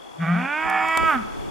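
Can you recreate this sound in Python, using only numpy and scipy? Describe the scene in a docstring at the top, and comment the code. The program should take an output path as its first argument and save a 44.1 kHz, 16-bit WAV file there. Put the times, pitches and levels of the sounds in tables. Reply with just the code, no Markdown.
"""A bull bellows once across a field, a little right of the camera's stereo microphone. His closed-mouth
hum breaks upward into a high call as the vocal folds pulse through the opening mouth; it turns harsh
where a second vibration joins the folds, clears, and drops away. The tree line answers faintly.
To the left an insect trills with its wings over low outdoor noise.
Right at the microphone, fingers tick and rub on the camera body."""
import sys
import numpy as np
from scipy import signal
from scipy.fft import rfft, irfft
from scipy.io import wavfile
from scipy.ndimage import map_coordinates

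SR = 44100
rng = np.random.default_rng(int(sys.argv[2]) if len(sys.argv) > 2 else 0)


def bounce(signal):
    """Save signal as a 16-bit WAV file at the path given by the first command-line argument."""
    frames = np.transpose(np.atleast_2d(signal))
    limited = np.clip(frames, -1, 1)
    pcm = np.round(limited * 32767).astype(np.int16)
    wavfile.write(sys.argv[1], SR, pcm)


N = 66150
TIME = np.arange(N) / SR
TOP_HZ = 14700  # upper limit of the overtones and of the camera


def bull():
    """Vocal-fold pulses, rasp and hiss pass through the mouth; roughness shakes pitch and level."""
    # The vocal folds. Each row: time in seconds, pitch in Hz.
    pitch = [(.18, 160.6), (.228, 168.3), (.25, 160.6), (.29, 171.2), (.34, 181), (.365, 220.9), (.4, 244),
             (.45, 268.7), (.5, 288), (.576, 310.7), (.636, 321.8), (.78, 317.5), (.86, 322.9),
             (1.056, 325.3), (1.098, 315.5), (1.12, 295.9), (1.16, 255.6), (1.22, 200)]
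    # Strength of the call. Each row: time in seconds, level in dB.
    effort = [(.17, -87), (.2, -41), (.222, -31), (.27, -28), (.34, -29.5), (.38, -31), (.5, -27.5),
              (.54, -25), (.58, -25.5), (.65, -27), (.72, -28.5), (.81, -25), (.86, -23.5), (.97, -21),
              (1.04, -22.5), (1.095, -19), (1.118, -21.5), (1.156, -24), (1.175, -36), (1.23, -49)]
    # Unevenness of the folds. Each row: time in seconds, roughness from 0 to 1.
    roughness = [(.2, .26), (.25, .26), (.3, .17), (.345, .22), (.39, .55), (.44, .36), (.5, .13),
                 (.57, .12), (.68, .34), (.82, .34), (.87, .14), (1.09, .08), (1.135, .27), (1.2, .22)]
    waver, jitter, shimmer_db, hiss_hz = .0017, .012, 4, 3900
    rough = curve(roughness)
    hz = curve(pitch) * (1 + waver * wobble(35.1) + jitter * rough * (wobble(59.9) + 2 * wobble(300)))
    phase = turns(hz)
    # Above hiss_hz the overtones give way to hiss.
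    folds = filtered(fold_pulses(phase, hz).real, lambda f: 1 / np.sqrt(1 + (f / hiss_hz) ** 6))
    hiss = amp(1) * filtered(rng.standard_normal(N), lambda f: 1 - 1 / (1 + (f / hiss_hz) ** 4))
    puffs = (1 + .4 * np.cos(phase - .8)) ** 2
    rasp = amp(4.5) * rough * unit(puffs * rng.standard_normal(N))
    shimmer = amp(shimmer_db * rough * wobble(250))
    throat = (folds * shimmer + rasp + hiss) / np.sqrt(1 + rough ** 2) * amp(curve(effort))
    sounding = np.clip((TIME - .146) / .01, 0, 1) * np.clip((1.26 - TIME) / .02, 0, 1)
    return sounding * (mouth(throat) + second_vibration(folds, hz) + hum_and_boom(phase))


def fold_pulses(phase, hz, count=42, flutter_db=1.4):
    """One sharp pulse per cycle of the folds, as a complex wave; each overtone flutters a little."""
    train = sum(np.exp(1j * k * phase) * (k * hz < TOP_HZ) * amp(flutter_db * wobble(14.25))
                for k in range(1, count + 1))
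    return train * 2 * np.sqrt(hz / SR)


def mouth(throat):
    """The mouth opens and rounds off, blending from one set of resonances to the next."""
    # Each row: time in seconds, shape (0 nearly shut, 1 half open, 2 wide, 3 rounded).
    movement = [(.33, 0), (.46, 1), (.54, 1), (.62, 1.55), (.68, 1.75), (.86, 2), (1.04, 2), (1.09, 2.8),
                (1.145, 3)]
    # Resonances of the four shapes. Each row: frequency in Hz, relative gain in dB.
    near_shut = [(100, -56), (200, -17), (340, -18), (510, -11.5), (770, 3), (880, -9), (1010, -14),
                 (1200, 5), (1370, 1), (1560, 3), (1730, -13), (1900, 2.5), (2080, -12.5), (2270, 2),
                 (2480, -13.5), (2800, -16.5), (3400, -18.5), (4200, -34.5), (13000, -49.5)]
    half_open = [(100, -74), (200, -12), (300, -13.5), (430, -17.5), (600, -13.5), (760, -3.5), (980, -3.5),
                 (1250, -8.5), (1480, 4), (1800, -7), (2080, -9), (2380, -1), (2680, -11.5), (3000, -21),
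                 (3500, -25), (4200, -39.5), (7000, -40), (13000, -58)]
    wide_open = [(100, -28), (200, -37), (322, -9), (450, -42), (645, -8), (968, 0), (1100, 7.5),
                 (1245, -4.5), (1300, 5.5), (1450, -3), (1610, -9.5), (1935, -1.5), (2260, 1), (2580, -8.5),
                 (2900, -16.5), (3230, -13), (3600, -27.5), (4200, -38.5), (5000, -25.5), (6000, -53),
                 (7200, -27.5), (9000, -45), (13000, -46)]
    rounded = [(100, -45), (300, -17), (560, -14), (780, -3), (950, -5), (1080, -7), (1270, 4), (1400, -1),
               (1560, -2), (1900, -13), (2250, -14), (2600, -17), (3200, -22), (4200, -37), (13000, -44)]
    shape = curve(movement)
    return sum(coloured(throat * np.maximum(0, 1 - np.abs(shape - k)), colour)
               for k, colour in enumerate([near_shut, half_open, wide_open, rounded]))


def second_vibration(folds, fold_hz):
    """A second vibration in the throat adds its own tone and harsh side tones around the overtones."""
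    # Its strength. Each row: time in seconds, level in dB.
    strength = [(.55, -82), (.63, -42), (.68, -28), (.76, -26), (.83, -32), (.86, -39), (.93, -58)]
    # Its colour. Each row: frequency in Hz, relative gain in dB.
    harsh_colour = [(100, -47), (190, -3.5), (320, 9), (450, -17), (620, -31), (765, 10), (890, 0),
                    (1080, -3), (1400, 2.5), (1550, -18.5), (1760, 9), (2050, -37), (2400, 1),
                    (2800, -17.5), (3400, -22), (4200, -60), (13000, -53)]
    second_hz, waver, octave_db, under_db = 446, .002, -1.5, -6.5
    second = np.exp(1j * turns(second_hz * (1 + waver * wobble(69))))
    shifts = second + amp(octave_db) * second ** 2 + amp(under_db) / second
    side_tones = (signal.hilbert(folds) + 2 * np.sqrt(fold_hz / SR)) * shifts
    return coloured(side_tones.real * amp(curve(strength)), harsh_colour)


def hum_and_boom(phase):
    """A deep hum comes before the mouth opens; the fundamental booms while it is nearly shut."""
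    # The hum. Each row: time in seconds, pitch in Hz, level in dB.
    hum_course = [(.172, 152.3, -60), (.195, 158, -32), (.222, 172, -22.5), (.24, 165, -23),
                  (.258, 149.6, -30.5), (.285, 172, -21.5), (.325, 172.3, -19), (.36, 173, -21),
                  (.4, 176, -27.5), (.45, 176.6, -35.5), (.5, 187, -63), (.53, 180, -74)]
    # The fundamental. Each row: time in seconds, level in dB.
    boom_level = [(.31, -67), (.345, -29.5), (.38, -32.5), (.45, -32.5), (.5, -41.5), (.56, -39.5),
                  (1.1, -70), (1.135, -33.5), (1.16, -25.5), (1.195, -31), (1.225, -37), (1.26, -80)]
    hum = amp(curve(hum_course, column=2)) * np.sin(turns(curve(hum_course)))
    boom = amp(curve(boom_level)) * np.cos(phase)
    return np.sqrt(2) * (hum + boom)


def tree_line(voice, delay_s=.03):
    """A diffuse answer from the trees; each frequency dies at its own speed."""
    # The echo's decay. 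Each row: frequency in Hz, seconds to fall by 60 dB.
    decay = [(200, 0.37), (1200, 0.82), (3000, 0.93), (10000, 0.35)]
    hz, t, noise = signal.stft(rng.standard_normal((2, SR)), SR, nperseg=256)
    tail = signal.istft(noise * amp(-60 * t / along(decay, hz)[:, None]), SR, nperseg=256)[1]
    late = np.pad(voice, (int(delay_s * SR), 0))
    return signal.fftconvolve(late[None], tail / np.linalg.norm(tail[0]), axes=1)[:, :N]


def handling():
    """The grip rumbles and the body ticks; the flexing case pushes the two capsules in opposition."""
    # Fingers rubbing. Each row: time in seconds, level in dB.
    grip_level = [(0, -53), (.58, -60), (.66, -32.5), (.72, -48), (.78, -54), (.85, -38), (.95, -45),
                  (1.03, -22.5), (1.1, -38), (1.18, -33), (1.25, -34.5), (1.33, -40), (1.4, -32),
                  (1.5, -32)]
    # The body ticking. Each row: start in seconds, click level in dB, thump level in dB.
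    ticks = [(.6995, -24, -45), (.8855, -27, -55), (.9738, -15, -24), (1.0005, -45, -26), (1.030, -36, -19)]
    # Colours of rub, click and thump. Each row: frequency in Hz, relative level in dB.
    grip_colour = [(20, -7), (45, -1), (100, -8.5), (220, -9.5), (380, -6), (600, -20.5), (1500, -35),
                   (5000, -55)]
    click_colour = [(200, -8), (700, 6), (1600, 3), (3000, -5), (5000, -11), (8500, -11), (14000, -19)]
    thump_colour = [(25, 5), (60, -11), (150, 1), (350, 7), (700, 8), (2000, -40)]
    rumble = stereo_noise(grip_colour, likeness=[(60, -.91), (400, -.88)])
    rumble *= amp(curve(grip_level) + 1.5 * wobble(25.19))
    clicks, thumps = np.zeros(N), np.zeros(N)
    for start, click_db, thump_db in ticks:
        age = TIME - start
        burst = lambda t60_s: (age >= 0) * amp(-60 * np.abs(age) / t60_s) * rng.standard_normal(N)
        clicks += amp(click_db) * burst(t60_s=.014)
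        thumps += amp(thump_db) * burst(t60_s=.045)
    opposed_thumps = coloured(thumps, thump_colour) * np.array([[1], [-.5]])
    return rumble + panned(coloured(clicks, click_colour), pan_db=8) + opposed_thumps


def insect():
    """A faint trill off to the left: each wing stroke is a short falling tone."""
    offset_s, period_s, centre_hz, fall_hz, level_db = .009, .02412, 3372, 392, -50
    stroke = (TIME - offset_s) / period_s % 1
    tone = np.sin(turns(centre_hz - fall_hz * (stroke - .5) + 25 * wobble(300)))
    swell = np.abs(np.sin(np.pi * stroke)) ** 2.6
    return panned(np.sqrt(2) * tone * swell * amp(level_db + 2.1 * wobble(30.17)), pan_db=8.5)


def field_ambience():
    """Low, slightly restless outdoor noise with a faint hiss, all around the microphone."""
    # Its colour. Each row: frequency in Hz, relative level in dB.
    colour = [(25, -45), (150, -15), (300, 2), (450, -2.5), (560, -3), (800, 0.5), (1150, -5),
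              (1600, -13.5), (3000, -19), (4500, -23.5), (7000, -25.5), (10000, -30), (13000, -34.5),
              (15000, -54)]
    # Its slow rise. Each row: time in seconds, level in dB.
    level = [(0, -42.5), (.3, -40.5), (.9, -37), (1.3, -36.5), (1.5, -37)]
    # Its width. Each row: frequency in Hz, left-right likeness from -1 to 1.
    likeness = [(50, 0.0053), (300, -0.96), (1000, -0.46), (5000, 0.16)]
    return panned(stereo_noise(colour, likeness) * amp(curve(level) + wobble(12.5)), pan_db=2)


def stereo_noise(colour, likeness):
    """Coloured stereo noise of rms 1 with a given left-right likeness at each frequency."""
    def response(hz):
        angle = np.arccos(np.clip(along(likeness, hz), -1, 1)) / 2
        return amp(along(colour, hz)) * [np.cos(angle), np.sin(angle)]
    mid, side = filtered(rng.standard_normal((2, N)), response)
    return unit(np.array([mid + side, mid - side]))


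def amp(db):
    """Decibels to gain."""
    return 10 ** (np.asarray(db) / 20)


def unit(x):
    """Scale to rms 1."""
    return x / np.sqrt(np.mean(x ** 2) + 1e-20)


def along(points, hz):
    """Interpolate (Hz, value) points on a log frequency axis."""
    knots_hz, values = np.transpose(points)
    return np.interp(np.log(hz + 1), np.log(knots_hz + 1), values)


def curve(rows, column=1):
    """One value per sample from a column of a time table."""
    columns = np.transpose(rows)
    return np.interp(TIME, columns[0], columns[column])


def wobble(rate):
    """A smooth random curve, rate knots a second."""
    return map_coordinates(rng.standard_normal(int(N * rate / SR) + 4), [TIME * rate])


def turns(hz):
    """Running phase of a frequency curve, in radians."""
    return 2 * np.pi * np.cumsum(hz) / SR


def filtered(x, response):
    """Multiply the spectrum of x by a function of frequency."""
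    size = 2 * N
    return irfft(rfft(x, size) * response(np.fft.rfftfreq(size, 1 / SR)), size)[..., :N]


def coloured(x, points):
    """Causal filter with the given colour; keeps the power of a flat input."""
    def response(hz):
        cepstrum = irfft(np.log(unit(amp(along(points, hz)))))
        cepstrum[1:N] *= 2
        cepstrum[N + 1:] = 0
        return np.exp(rfft(cepstrum))
    return filtered(x, response)


def panned(x, pan_db):
    """Mono to stereo, left louder by pan_db."""
    return x * amp(np.array([[.5], [-.5]]) * pan_db)


def scene():
    """The bull across the field, a little to the right, with everything around him."""
    # His place between the channels. Each row: frequency in Hz, left minus right in dB.
    bull_pan = [(170, 2), (330, -4), (700, -6), (1300, -5), (2200, -3), (6000, -2.5)]
    voice = bull()
    direct = filtered(voice, lambda hz: panned(1, along(bull_pan, hz)))
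    return direct + amp(-15) * tree_line(voice) + insect() + field_ambience() + handling()


def record(dry):
    """The camera cuts two narrow notches and everything above its band limit."""
    # The notch filters. Each row: centre in Hz, half width in Hz.
    notches = [(3950, 110), (7900, 110)]
    def response(hz):
        cuts = [1 - np.exp(-((hz - centre) / width) ** 2) for centre, width in notches]
        return np.prod(cuts, axis=0) / np.sqrt(1 + (hz / TOP_HZ) ** 120)
    return filtered(dry, response)


dry = scene()
out = record(dry)
bounce(out)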